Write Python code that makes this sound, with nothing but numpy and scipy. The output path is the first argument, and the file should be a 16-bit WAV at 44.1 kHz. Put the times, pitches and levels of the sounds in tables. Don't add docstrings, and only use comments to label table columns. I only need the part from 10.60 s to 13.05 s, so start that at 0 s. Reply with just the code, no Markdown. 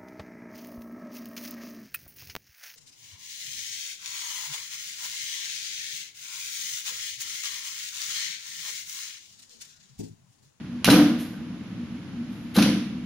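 import sys
import numpy as np
from scipy import signal
from scipy.fft import rfft, irfft
from scipy.io import wavfile

SR = 44100
rng = np.random.default_rng(int(sys.argv[2]) if len(sys.argv) > 2 else 0)


def store_wav(level_fs):
    pcm = np.round(np.clip(np.atleast_2d(level_fs), -1, 1) * 32767)
    wavfile.write(sys.argv[1], SR, pcm.T.astype(np.int16))


N = 108045
T = np.arange(N) / SR
FREQS = np.maximum(np.arange(N + 1) * SR / (2 * N), 1)


def undb(db):
    return 10 ** (np.asarray(db) / 20)


def curve(points):
    hz, value = np.array(points, float).T
    return np.interp(np.log(FREQS), np.log(hz), value)


def shape(x, gain):
    return irfft(rfft(x, 2 * N) * gain)[..., :N]


def colour(x, points):
    gain = undb(curve(points))
    cepstrum = irfft(np.log(gain / np.sqrt(np.mean(gain ** 2))))
    causal = np.r_[cepstrum[0], 2 * cepstrum[1:N]]
    return shape(x, np.exp(rfft(causal, 2 * N)))


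def pan(db):
    return undb(np.array([db, -db]).reshape(2, -1) / 2)


def contact(start, rise_s, decay_s):
    age = np.maximum(T - start, 0)
    power = ((1 - np.exp(-age / rise_s)) * np.exp(-age / decay_s)) ** 2
    return power / power.sum()


def ring(start, modes, rise_s):
    age = T[T >= start] - start
    tone = sum(undb(db - 60 * age / t60) * np.sin(2 * np.pi * hz * age) for hz, t60, db in modes)
    return np.r_[np.zeros(N - len(age)), tone * (1 - np.exp(-age / rise_s))]


def burst(power):
    return np.sqrt(power) * rng.standard_normal(N)


def narrow_noise(hz, width_hz):
    x = shape(rng.standard_normal(N), 1 / (1 + (2 * (FREQS - hz) / width_hz) ** 4))
    return x / x.std()


# frequency in Hz, side against mid in dB.
ROOM_WIDTH = [(50, -15), (250, -15.5), (700, -6.5), (1400, -6), (2800, -1.5), (5500, 0.5), (12000, 2)]

def wide_noise():
    mid, side = rng.standard_normal((2, N))
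    side_gain = undb(curve(ROOM_WIDTH))
    side = shape(side, side_gain)
    return shape(np.array([mid + side, mid - side]), 1 / np.sqrt(1 + side_gain ** 2))


# frequency in Hz, level in dB.
HUM_EQ = [(25, -77), (42, -35), (60, -20.5), (110, -7.5), (150, -8), (185, -0.5), (238, -6.5), (315, -8.5),
          (375, -24.5), (600, -39), (2000, -101.5)]
HISS_EQ = [(100, -3), (500, 3), (800, 0), (1500, 0), (3000, -2.5), (4200, -7.5), (6500, -13.5), (9000, -25),
           (11000, -15), (13500, -41)]
# time in seconds, level in dB.
DRONE_FADER = [(0, -37), (.72, -36), (.95, -46), (1.1, -54), (1.22, -34), (1.52, -48), (1.64, -33.5),
               (1.76, -43.5), (2.45, -36.5)]

def room_tone():
    waver_db = narrow_noise(0, width_hz=44)
    hum = undb(-37.5 - waver_db) * colour(wide_noise(), HUM_EQ)
    drone_db = np.interp(T, *np.array(DRONE_FADER).T)
    drone = undb(drone_db) * narrow_noise(hz=240.1, width_hz=13.7)
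    hiss = undb(-50) * colour(wide_noise(), HISS_EQ)
    return hum + drone + hiss


# frequency in Hz, t60 in seconds.
REVERB_TIMES = [(100, 0.56), (250, 0.99), (600, 0.5), (1500, 0.76), (3500, 0.65), (7000, 0.61),
                (13000, 0.42)]

def reverb(power):
    noise, t60 = rfft(wide_noise()), curve(REVERB_TIMES)
    octave = np.clip(np.log2(FREQS / 110), 0, 7)
    tail = 0
    for k in range(8):
        band = np.maximum(1 - abs(octave - k), 0)
        decay_s = np.average(t60, weights=band) / np.log(1000)
        response = contact(start=0.0012, rise_s=0.01, decay_s=decay_s)
        envelope = np.sqrt(abs(signal.fftconvolve(power, response)[:N]))
        tail += irfft(noise * band[::2], N) * envelope
    return tail


# start in seconds, smack level in dB, snap level in dB,
# rise and decay in seconds, left over right in dB.
SLAP_HITS = [(0.2448, 0.5, -1, 0.00017, 0.0007, -4), (0.2472, -6.5, 5.5, 0.000039, 0.001, 10),
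             (0.253, -4.5, -20, .0005, .005, 2), (0.3013, 0.5, 0.5, .0003, 0.0044, 3),
             (0.3057, -6, 5.5, .0002, 0.0024, 7), (0.31, -3.5, 0.5, .0004, .004, -1),
             (1.963, -10, 0, 0.0012, 0.014, 12.5), (1.9835, -3, -19, 0.0012, 0.01, -4),
             (2.022, -5, -13, 0.00065, 0.0054, -2), (2.026, -6.5, -10, .0005, 0.0042, 8)]
# frequency in Hz, level in dB.
SMACK_EQ = [(150, -13), (700, -9.5), (1600, -0.5), (2800, 3), (4200, 0.5), (6000, -2.5), (7500, -17.5),
            (10500, -6), (13500, -32)]
SNAP_EQ = [(2000, -29), (3200, -3), (4000, 5), (5200, -3), (7000, -3), (9500, -0.5), (13000, 5)]
# frequency in Hz, t60 in seconds, level in dB.
CLACK_MODE = [(4024, 0.051, -23)]
# delay in seconds, level in dB.
BOUNCES = [(.0068, -11), (.0098, -6)]

def slaps():
    _, smack_db, snap_db, *_ = np.array(SLAP_HITS).T
    skin = 0
    for levels_db, eq in (smack_db + 4.5, SMACK_EQ), (snap_db - 3.5, SNAP_EQ):
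        direct, total_power = 0, 0
        for db, (start, _, _, rise, decay, pan_db) in zip(levels_db, SLAP_HITS):
            power = undb(db) ** 2 * contact(start, rise, decay)
            direct += burst(power) * pan(pan_db)
            total_power += power
        early_power = sum(undb(db) ** 2 * np.interp(T - delay, T, total_power) for delay, db in BOUNCES)
        skin += colour(direct + burst(abs(early_power)) + undb(3.5) * reverb(total_power), eq)
    clack = sum(undb(db) * ring(start, CLACK_MODE, rise) for start, _, db, rise, _, _ in SLAP_HITS)
    return skin + clack


# start in seconds, boom level in dB, jolt level in dB,
# direction (0 upward, 1 forward).
SHOVES = [(.256, -27, -10.5, 0), (.2758, -1.3, -4.5, 0), (.2911, 5, -4, 0), (0.3752, 2.1, -10.5, 0),
          (1.9741, -1.5, -7.5, 1), (2.007, -2.6, -7, 1), (2.0954, -10, -21, 1), (2.1631, -10, -19, 1)]
# frequency in Hz, t60 in seconds, level in dB when struck
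# upward, level in dB when struck forward.
TRUNK_MODES = [(142, 0.45, -15.5, -7), (196.7, 0.65, -3, -23.9), (203, 0.63, -13.5, 0),
               (214.8, 0.087, 16.9, 15), (237.7, 0.72, -4, -10.5), (284.2, 0.82, -10.5, -5.5),
               (292.8, .25, 17.5, -3), (317.5, 0.72, -5, -8), (422.6, 0.48, -16, -27)]
# frequency in Hz, level in dB.
JOLT_EQ = [(25, -22), (55, -21.5), (110, -8), (190, 4.5), (310, 0.5), (390, -20), (900, -52), (4000, -60)]

def trunk_thuds():
    boom, power = 0, 0
    for start, boom_db, jolt_db, direction in SHOVES:
        way = round(direction)
        modes = [(hz, t60, levels[way]) for hz, t60, *levels in TRUNK_MODES]
        boom += undb(boom_db - 13.5) * ring(start, modes, rise_s=(0.051, 0.0075)[way])
        power += undb(jolt_db + 15) ** 2 * contact(start, rise_s=0.0072, decay_s=0.0087)
    return boom + colour(burst(power) + undb(4) * reverb(power), JOLT_EQ)


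# start in seconds, crack level in dB, ring level in dB,
# crack decay in seconds, tilt of the ring in dB per octave.
SOCKET_HITS = [(.27552, -4, -1.5, 0.0025, 2.5), (.28689, -2.5, 1, 0.0021, -2.5),
               (.32718, -2.5, 5.5, 0.025, -8), (.39218, -7, -4.5, 0.012, -5), (.733, -34, -36.5, 0.0083, 6),
               (1.957, -12, -15.5, 0.017, 1), (1.96877, -15, -4.5, .007, -1), (1.986, -6, -17, 0.0043, 5),
               (2.05926, -17, -3.5, 0.016, -10.5)]
# frequency in Hz, t60 in seconds, level in dB.
ARM_MODES = [(469.4, 0.89, -11.5), (507.4, 0.25, 0.5), (533, 0.2, -3), (629.3, 0.28, -6), (735.9, 0.59, -8),
             (805, 0.059, 2.5), (957, 0.52, -9), (1009.5, 0.5, -6.5), (1204.5, .15, -1.5),
             (1334.8, 0.51, -10), (1443, 0.5, -8), (1533, 0.48, -3)]
# frequency in Hz, level in dB.
CRACK_EQ = [(60, -20), (170, 2), (410, 3), (510, 3.5), (700, 4.5), (880, -3.5), (1500, 0.5), (2500, -15.5),
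            (5000, -29), (13000, -35)]

def arm_knocks():
    tone, power = 0, 0
    for start, crack_db, ring_db, decay, tilt in SOCKET_HITS:
        power += undb(crack_db + 8.5) ** 2 * contact(start, rise_s=0.0011, decay_s=decay)
        modes = [(hz, t60, db + tilt * np.log2(hz / 500)) for hz, t60, db in ARM_MODES]
        tone += undb(ring_db - 25) * ring(start, modes, rise_s=0.001)
    return tone + colour(burst(power) + undb(-1) * reverb(power), CRACK_EQ)


# start in seconds, level in dB, rise and fall in seconds.
SLIDES = [(0.577, -42.5, 0.029, 0.054), (1.68, -61.5, 0.05, 0.22), (1.94, -31.5, 0.02, 0.014)]
# frequency in Hz, level in dB.
SLIDE_EQ = [(300, -13), (1500, 2.5), (3200, 5), (6500, -3.5), (9000, -5.5), (11500, 3.5), (13500, -8)]

def hand_slides():
    envelope = 0
    for start, db, rise, fall in SLIDES:
        fade_in = np.clip((T - start) / rise, 0, 1)
        fade_out = np.exp(-np.maximum(T - start - rise, 0) / fall)
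        envelope += undb(db) * fade_in * fade_out
    power = envelope ** 2
    return colour(burst(power) + undb(-4.5) * reverb(power), SLIDE_EQ)


def scene():
    return room_tone() + slaps() + trunk_thuds() + arm_knocks() + hand_slides()


# frequency in Hz, left over right in dB.
MIC_LEAN = [(200, 0.2), (800, 0.5), (2800, -1.9), (5500, -0.5), (9500, 1), (13000, 0)]

def record(dry):
    dip_hz, dip_width_hz, top_hz = 8000, 290, 13450
    dip = undb(-23 * np.exp(-((FREQS - dip_hz) / dip_width_hz) ** 2))
    heard = shape(dry, dip * pan(curve(MIC_LEAN)))
    return signal.sosfilt(signal.ellip(10, .2, 80, top_hz, fs=SR, output="sos"), heard)


dry = scene()
out = record(dry)
store_wav(out)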